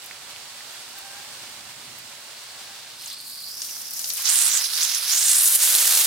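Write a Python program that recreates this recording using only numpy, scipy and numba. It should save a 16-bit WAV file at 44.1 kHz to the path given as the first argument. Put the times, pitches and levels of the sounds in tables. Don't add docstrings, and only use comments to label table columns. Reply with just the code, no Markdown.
import sys
import numpy as np
from scipy import signal
from scipy.fft import rfft, irfft, next_fast_len
from scipy.io import wavfile
from scipy.ndimage import uniform_filter1d
from numba import njit

SR = 44100
rng = np.random.default_rng(int(sys.argv[2]) if len(sys.argv) > 2 else 0)


def store_pcm(level_fs):
    pcm = np.round(np.clip(level_fs, -1, 1) * 32767).astype(np.int16)
    wavfile.write(sys.argv[1], SR, np.atleast_2d(pcm).T)


N = 267246

# time_s, level_db, pan_db (left minus right)
MIST_LEVEL = [(0, -39.5, -1), (1.34, -38.5, 0), (1.9, -40, -1.5), (2.63, -39.5, 1), (3.1, -43, 0),
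              (3.2, -46, 0.5), (3.6, -44, 2), (4.2, -43.5, 1), (4.6, -51, 7)]
# frequency_hz, level_db
MIST_SPECTRUM = [(180, -47), (300, -17.5), (580, -8), (790, -6), (1070, -6.5), (1600, -6), (2500, -5.5),
                 (4500, -2.5), (6300, -7.5), (8500, -6.5), (10500, -12.5), (14000, -16.5), (16500, -16.5)]
# frequency_hz, likeness (0 to 1)
MIST_LIKENESS = [(300, 0.95), (700, 0.7), (1500, 0.61), (3000, 0.24), (5000, 0), (16000, 0.4)]

# time_s, level_db, pitch_hz
WHISTLE = [(2.3, -48, 4470), (2.94, -51, 4300), (3.0, -41, 4600), (3.1, -37, 4400), (3.19, -42, 4460),
           (3.45, -36.5, 4620), (3.6, -37.5, 5370), (3.72, -36, 5530), (3.89, -40, 5400), (3.98, -33, 5660),
           (4.24, -35.5, 5900), (4.255, -23, 5500), (4.285, -19.5, 5660), (4.3, -19, 8600),
           (4.485, -19.5, 8950), (4.505, -23.5, 6070), (4.57, -19, 7700), (4.61, -30, 5300),
           (4.65, -24, 5200), (4.7, -33, 5050), (4.75, -26.5, 5100), (4.79, -28.5, 5050), (4.83, -20, 6300),
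           (4.92, -31.5, 5350), (4.95, -24, 5900), (5.02, -32.5, 5050), (5.11, -25, 5740),
           (5.18, -18.5, 7300), (5.36, -15.5, 8850), (5.43, -17, 10100), (5.56, -17, 10900),
           (5.62, -17, 9500), (6.06, -21, 8900)]
# time_s, sharpness (Q), overtone_db
WHISTLE_SHAPE = [(2.95, 2.7, -12), (3.05, 1.2, -13), (3.2, 4.4, -8), (3.5, 5.3, -22), (3.62, 2.6, -22),
                 (3.9, 3.5, -18), (4.05, 2.1, -11), (4.26, 2.2, -16), (4.32, 2.1, -17), (4.57, 2.7, -16),
                 (4.63, 2.6, -1), (4.84, 2.1, -8.5), (5.03, 3.7, -1.5), (5.2, 1.8, -15), (5.42, 2.03, -22),
                 (5.6, 1.1, -26), (6.06, .8, -27)]
# time_s, level_db, centre_hz
SIZZLE_SWEEP = [(3.2, -70, 7300), (3.25, -52, 7900), (3.4, -52, 11000), (3.47, -50, 13200),
                (3.56, -70, 13400)]
# time_s, gush_db, fizz_db
FLOW_LEVELS = [(2.94, -49, -62), (3.02, -56, -44), (3.11, -44, -43), (3.18, -45.5, -54), (3.26, -57, -42),
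               (3.53, -55, -40.5), (3.62, -46, -35.5), (3.89, -46.5, -38.5), (3.97, -47.5, -31.5),
               (4.165, -43.5, -32), (4.18, -33.5, -28.5), (4.24, -34.5, -30.5), (4.27, -26.5, -27.5),
               (4.6, -28, -28), (4.66, -33, -32.5), (4.76, -32, -31), (4.82, -26.5, -27.5),
               (4.92, -29.5, -30.5), (5.06, -30.5, -31), (5.13, -26.5, -24.5), (5.4, -27, -26.5),
               (5.48, -28.5, -20), (5.58, -24.5, -19.5), (6.06, -23, -18)]
# frequency_hz, level_db
GUSH_SPECTRUM = [(200, -52), (500, -17.5), (1060, -9), (1530, -3.5), (2480, -3.5), (3800, 2), (5500, 1),
                 (7500, -6.5), (11000, -12.5), (16000, -17)]
# frequency_hz, level_db
FIZZ_SPECTRUM = [(3000, -35.5), (6500, -3.5), (9500, 1.5), (12000, 1), (14500, 0.5), (16500, -10)]
# frequency_hz, likeness (0 to 1)
GUSH_LIKENESS = [(300, 1), (1000, 0.98), (2000, 0.47), (6000, 0.76)]
# time_s, likeness (0 to 1)
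TREBLE_LIKENESS = [(3.0, 0.76), (4.2, 0), (4.4, 0.17), (5.099, 0.37), (5.3, 0.8)]
# middle_s, length_s, dip_db
FLOW_BREAKS = [(5.52, .03, -2), (5.582, 0.03, -9), (5.838, 0.026, -2), (6.035, 0.02, -2.5)]
# time_s, pan_db (left minus right)
JET_BALANCE = [(2.3, 2), (3.5, 0), (3.9, -0.5), (4.15, 2), (4.27, -3), (4.75, -2.5), (5.1, -1.7),
               (5.5, -0.5), (6.06, -0.5)]

# start_s, level_db, centre_hz, width_octaves
AIR_POCKETS = [(.041, -39, 13500, .8), (.06, -35.5, 11500, 1.1), (.9844, -34.5, 13700, .7),
               (1.24, -44, 14500, .4), (1.985, -38, 13500, .6), (3.02, -41, 11000, .8),
               (3.045, -36.5, 10500, .6), (3.0594, -30, 6970, 0.73), (3.0744, -32, 9000, 1.1),
               (3.0994, -32, 6000, 1.5), (3.128, -33.5, 9500, 1.5), (3.185, -39, 10500, .65),
               (3.2086, -35, 11000, 0.88), (3.618, -22, 5500, 1.5), (3.6694, -32.5, 13000, .6),
               (3.9073, -28.5, 12500, .8), (3.9338, -24.5, 12000, 1.5), (3.992, -22.5, 8000, 2.1),
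               (4.0422, -23, 5130, 1), (4.09, -24, 11900, 0.78), (4.1012, -19.5, 4860, 1.1),
               (4.135, -22.5, 11400, .9), (4.168, -25, 11000, 1.5), (4.2194, -27.5, 12500, .8),
               (4.257, -22.5, 5460, 1.1), (4.8323, -16, 7000, .9), (4.947, -18, 6500, 2)]
# start_s, level_db, pitch_hz, fade_s (time to fall by 60 dB)
DROP_HITS = [(0.1115, -19, 2100, 0.0048), (0.362, -21, 3000, .004), (0.6078, -25, 2000, .006),
             (3.692, -27.5, 2800, 0.0066), (3.7644, -30, 1500, 0.006), (4.184, -26.5, 2530, 0.011),
             (4.196, -30, 1100, 0.014)]
# start_s, length_s, pitch_hz, glide_hz_per_s, level_db, overtone_db
COCKEREL_CALLS = [(0, .44, 757, -45, -61, -66), (.92, .4, 765, 150, -54, -55),
                  (2.52, .36, 783, 25, -61, -60), (2.4, .22, 1110, -30, -61, -72),
                  (2.97, .75, 1105, 40, -64, -74)]
# time_s, level_db
RUMBLE_LEVEL = [(0.0, -60), (0.95, -62.5), (1.89, -57), (2.1, -63.5), (4.93, -64.5), (5.5, -72), (5.9, -72)]
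# frequency_hz, level_db
RUMBLE_SPECTRUM = [(15, -60), (25, -30), (48, -8), (130, 4), (178, -3), (243, 4), (282, -3.5), (328, -4),
                   (400, -5), (520, -15), (880, -120)]
# frequency_hz, level_db
RUMBLE_SIDE_SPECTRUM = [(60, -43), (330, -7), (900, -25), (16000, -90)]

# left_delay_ms, right_delay_ms, gain
NEAR_ECHOES = [(1.22, 0.54, -0.02), (1.55, 1.62, -0.039), (1.95, 1.9, -0.029), (2.45, 2.5, -0.00016),
               (2.85, 3.9, -0.036), (3.55, 3.35, 0.041), (4.6, 5.4, 0.077), (5.45, 5.1, 0.12),
               (7.7, 9.7, -0.16), (10.6, 11, 0.058)]
# frequency_hz, left_db (the right gets the opposite)
PHONE_SHADE = [(200, 0), (600, -0.2), (1500, -2), (4000, -1.43), (9000, -0.9), (13000, 0.3)]
# frequency_hz, gain_db
BASS_LOSS = [(60, -48), (210, -0.5)]

OVERTONE_RATIO, TIP_HZ = 1.92, 10250
GROWL_START_S, GROWL_RISE_S, GROWL_DB = 5.32, 0.61, -49


def jet():
    whistle_db, pitch_hz = curves(WHISTLE)
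    sharpness, overtone_db = curves(WHISTLE_SHAPE)
    sizzle_db, sizzle_hz = curves(SIZZLE_SWEEP)
    gush_db, fizz_db = curves(FLOW_LEVELS)
    t = np.arange(N) / SR
    flutter_db = 0.56 * wander(70) + 0.8 * wander(250)
    for middle, length, dip_db in FLOW_BREAKS:
        flutter_db += dip_db * np.exp(-4 * np.log(2) * ((t - middle) / length) ** 2)
    slosh = 0.33 / np.maximum(sharpness, 1.8) ** 1.54
    whistle_hz = pitch_hz * np.exp(slosh * (.7 - np.abs(wander(130))))
    bursts = bubbles(350, spread_db=0.5)
    gush = stereo_by_band(turbulence(0.24 * bursts, lag_us=11), GUSH_LIKENESS)
    rush, hiss, fizz = (stereo_by_time(turbulence(0.31 * bursts, lag_us=14.5), TREBLE_LIKENESS)
                        for _ in range(3))
    overtone = band(hiss, np.minimum(OVERTONE_RATIO * pitch_hz, TIP_HZ), octaves=0.22)
    growl = np.clip((t - GROWL_START_S) / GROWL_RISE_S, 0, 1) * band(gush, 520, octaves=2.7)
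    sound = (undb(whistle_db + 0.94 * wander(60)) * whistle(rush, whistle_hz, sharpness)
             + undb(whistle_db + overtone_db + 1.5 * wander(40)) * overtone
             + undb(fizz_db + 1.14 * wander(50)) * colour(fizz, FIZZ_SPECTRUM)
             + undb(gush_db) * colour(gush, GUSH_SPECTRUM)
             + undb(sizzle_db) * band(hiss, sizzle_hz, octaves=.12)
             + undb(GROWL_DB) * growl)
    fade_in = np.clip((t - WHISTLE[0][0]) / 0.09, 0, 1)
    return sound * pan(flutter_db, curves(JET_BALANCE)[0]) * fade_in


def whistle(rush, pitch_hz, sharpness):
    ring = band(rush, pitch_hz, octaves=1.5 / sharpness)
    dip_hz, dip_octaves = np.minimum(1.5 * pitch_hz, .36 * SR), np.full(N, .35)
    return ring - 0.38 * np.array([band_pass(x, dip_hz, dip_octaves) for x in ring])


def mist():
    level_db, pan_db = curves(MIST_LEVEL)
    noise = turbulence(0.11 * bubbles(800, spread_db=15), lag_us=18)
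    hiss = colour(stereo_by_band(noise, MIST_LIKENESS), MIST_SPECTRUM)
    kicks = (rng.random(N) < 25 / SR) * undb(4.4 * rng.standard_normal(N))
    ticks = band(add_tails(kicks, decay_s=.0015) * rng.standard_normal((2, N)), 13000, octaves=.6)
    waver_db = 0.18 * wander(6.36) + .5 * wander(39.6)
    return (hiss + undb(-9) * ticks) * pan(level_db + waver_db, pan_db)


def turbulence(bursts, lag_us):
    direct, scattered = rng.standard_normal((2, N)) * (1 + bursts)
    late = shape(direct, delay(lag_us / 1000))
    return unit(direct), unit(late), unit(scattered)


def bubbles(per_s, spread_db):
    timing, strength = rng.random((2, N))
    size_db = np.minimum(-spread_db * np.log(strength + 1e-9), 2 * spread_db)
    return unit(add_tails((timing < per_s / SR) * undb(size_db), decay_s=0.00049))


def spits():
    out, t = np.zeros((2, N + SR)), np.arange(SR // 10) / SR
    for start, level_db, centre_hz, octaves in AIR_POCKETS:
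        shared, left_only = rng.standard_normal((2, len(t)))
        noise = [.5 * shared + 1.38 * left_only, 1.01 * shared]
        puff = band(noise, centre_hz, octaves) * strike(t, rise_s=0.0006, fade_s=0.034)
        out[:, int(start * SR):int(start * SR) + len(t)] += undb(level_db) * puff
    return out[:, :N]


def drops():
    out, t = np.zeros(N + SR), np.arange(SR // 20) / SR
    for start, level_db, pitch_hz, fade_s in DROP_HITS:
        ring = np.sin(2 * np.pi * pitch_hz * t) * strike(t, rise_s=0.0003, fade_s=fade_s)
        out[int(start * SR):int(start * SR) + len(t)] += undb(level_db) * ring
    echo = undb(-13) * np.roll(out, int(0.0067 * SR))
    return (out + echo)[:N] * pan(0, pan_db=-1.6)[:, None]


def cockerels():
    out, t = 0, np.arange(N) / SR
    for start, length, pitch_hz, glide, level_db, overtone_db in COCKEREL_CALLS:
        age = np.clip(t - start, 0, length)
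        hoarse_hz = (pitch_hz + glide * age) * (1 + 0.0115 * wander(60))
        phase = 2 * np.pi * np.cumsum(hoarse_hz) / SR
        voice = undb(level_db) * np.sin(phase) + undb(overtone_db) * np.sin(2 * phase)
        swell = np.abs(np.sin(np.pi * age / length)) ** .6
        out = out + np.sqrt(2) * swell * undb(2.2 * wander(35)) * voice
    return out


def rumble():
    middle, side = rng.standard_normal((2, N))
    side = colour(side, RUMBLE_SIDE_SPECTRUM)
    low = colour(middle, RUMBLE_SPECTRUM) + undb(-13) * np.array([side, -side])
    return low * undb(curves(RUMBLE_LEVEL)[0] + 1.34 * wander(4.48))


def undb(db):
    return 10 ** (np.asarray(db) / 20)


def unit(x):
    return x / np.sqrt(np.mean(x ** 2))


def curves(table):
    times, *columns = np.transpose(table)
    return [np.interp(np.arange(N) / SR, times, column) for column in columns]


def wander(per_s):
    hold = max(int(SR / per_s), 1)
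    steps = np.repeat(rng.standard_normal(N // hold + 1), hold)
    return unit(uniform_filter1d(uniform_filter1d(steps, hold), hold)[:N])


def strike(t, rise_s, fade_s):
    return np.minimum(t / rise_s, 1) * np.exp(-np.log(1000) * t / fade_s)


def add_tails(kicks, decay_s):
    return signal.lfilter([1], [1, -np.exp(-1 / (decay_s * SR))], kicks)


@njit
def band_pass(x, hz, octaves):
    out, band_state, low_state = np.empty(len(x)), 0., 0.
    for i in range(len(x)):
        angle = 2 * np.pi * hz[i] / SR
        step = np.tan(angle / 2)
        damping = octaves[i] * np.log(2) * angle / np.sin(angle)
        passed = (band_state + step * (x[i] - low_state)) / (1 + step * (step + damping))
        band_state = 2 * passed - band_state
        low_state += 2 * step * passed
        out[i] = damping * passed
    return out


def band(pair, hz, octaves):
    zeros = np.zeros(len(pair[0]))
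    hz, octaves = np.clip(hz + zeros, 50, .36 * SR), np.clip(octaves + zeros, .05, 3)
    passed = np.array([band_pass(band_pass(x, hz, octaves), hz, octaves) for x in pair])
    return passed / np.sqrt(np.pi / 2 * np.log(2) * hz * octaves / SR)


def fft_size():
    return next_fast_len(N + SR // 20)


def over_hz(table):
    hz, value = np.transpose(table)
    return np.interp(np.log(np.fft.rfftfreq(fft_size(), 1 / SR) + 1), np.log(hz), value)


def shape(x, gain):
    return irfft(rfft(x, fft_size()) * gain, fft_size())[..., :N]


def colour(x, spectrum):
    return unit(shape(x, undb(over_hz(spectrum))))


def delay(ms):
    return np.exp(-2j * np.pi * np.fft.rfftfreq(fft_size(), 1 / SR) * ms / 1000)


def pan(level_db, pan_db):
    return undb(level_db + np.array([pan_db, -pan_db]) / 2)


def stereo_by_band(noises, likeness):
    direct, late, scattered = noises
    alike = np.clip(over_hz(likeness), 0, 1)
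    return np.array([shape(late, alike) + shape(scattered, np.sqrt(1 - alike ** 2)), direct])


def stereo_by_time(noises, likeness):
    direct, late, scattered = noises
    alike = np.clip(curves(likeness)[0], 0, 1)
    return np.array([alike * late + np.sqrt(1 - alike ** 2) * scattered, direct])


def scene():
    shade = undb(over_hz(PHONE_SHADE))
    echoes = 1 + sum(gain * np.array([delay(left), delay(right)]) for left, right, gain in NEAR_ECHOES)
    path = np.array([shade, 1 / shade]) * echoes * undb(over_hz(BASS_LOSS))
    sprayer = shape(mist() + jet() + spits() + drops(), path)
    return sprayer + cockerels() + rumble()


def record(dry):
    excess = np.maximum(np.abs(dry) - .5, 0)
    peaks = np.sign(dry) * (excess - .22 * np.tanh(excess / .22))
    treble_peaks = signal.sosfilt(signal.butter(2, 900, "high", fs=SR, output="sos"), peaks)
    top_cut = signal.ellip(10, .2, 60, 15850, fs=SR, output="sos")
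    return signal.sosfilt(top_cut, dry - treble_peaks)


dry = scene()
out = record(dry)
store_pcm(out)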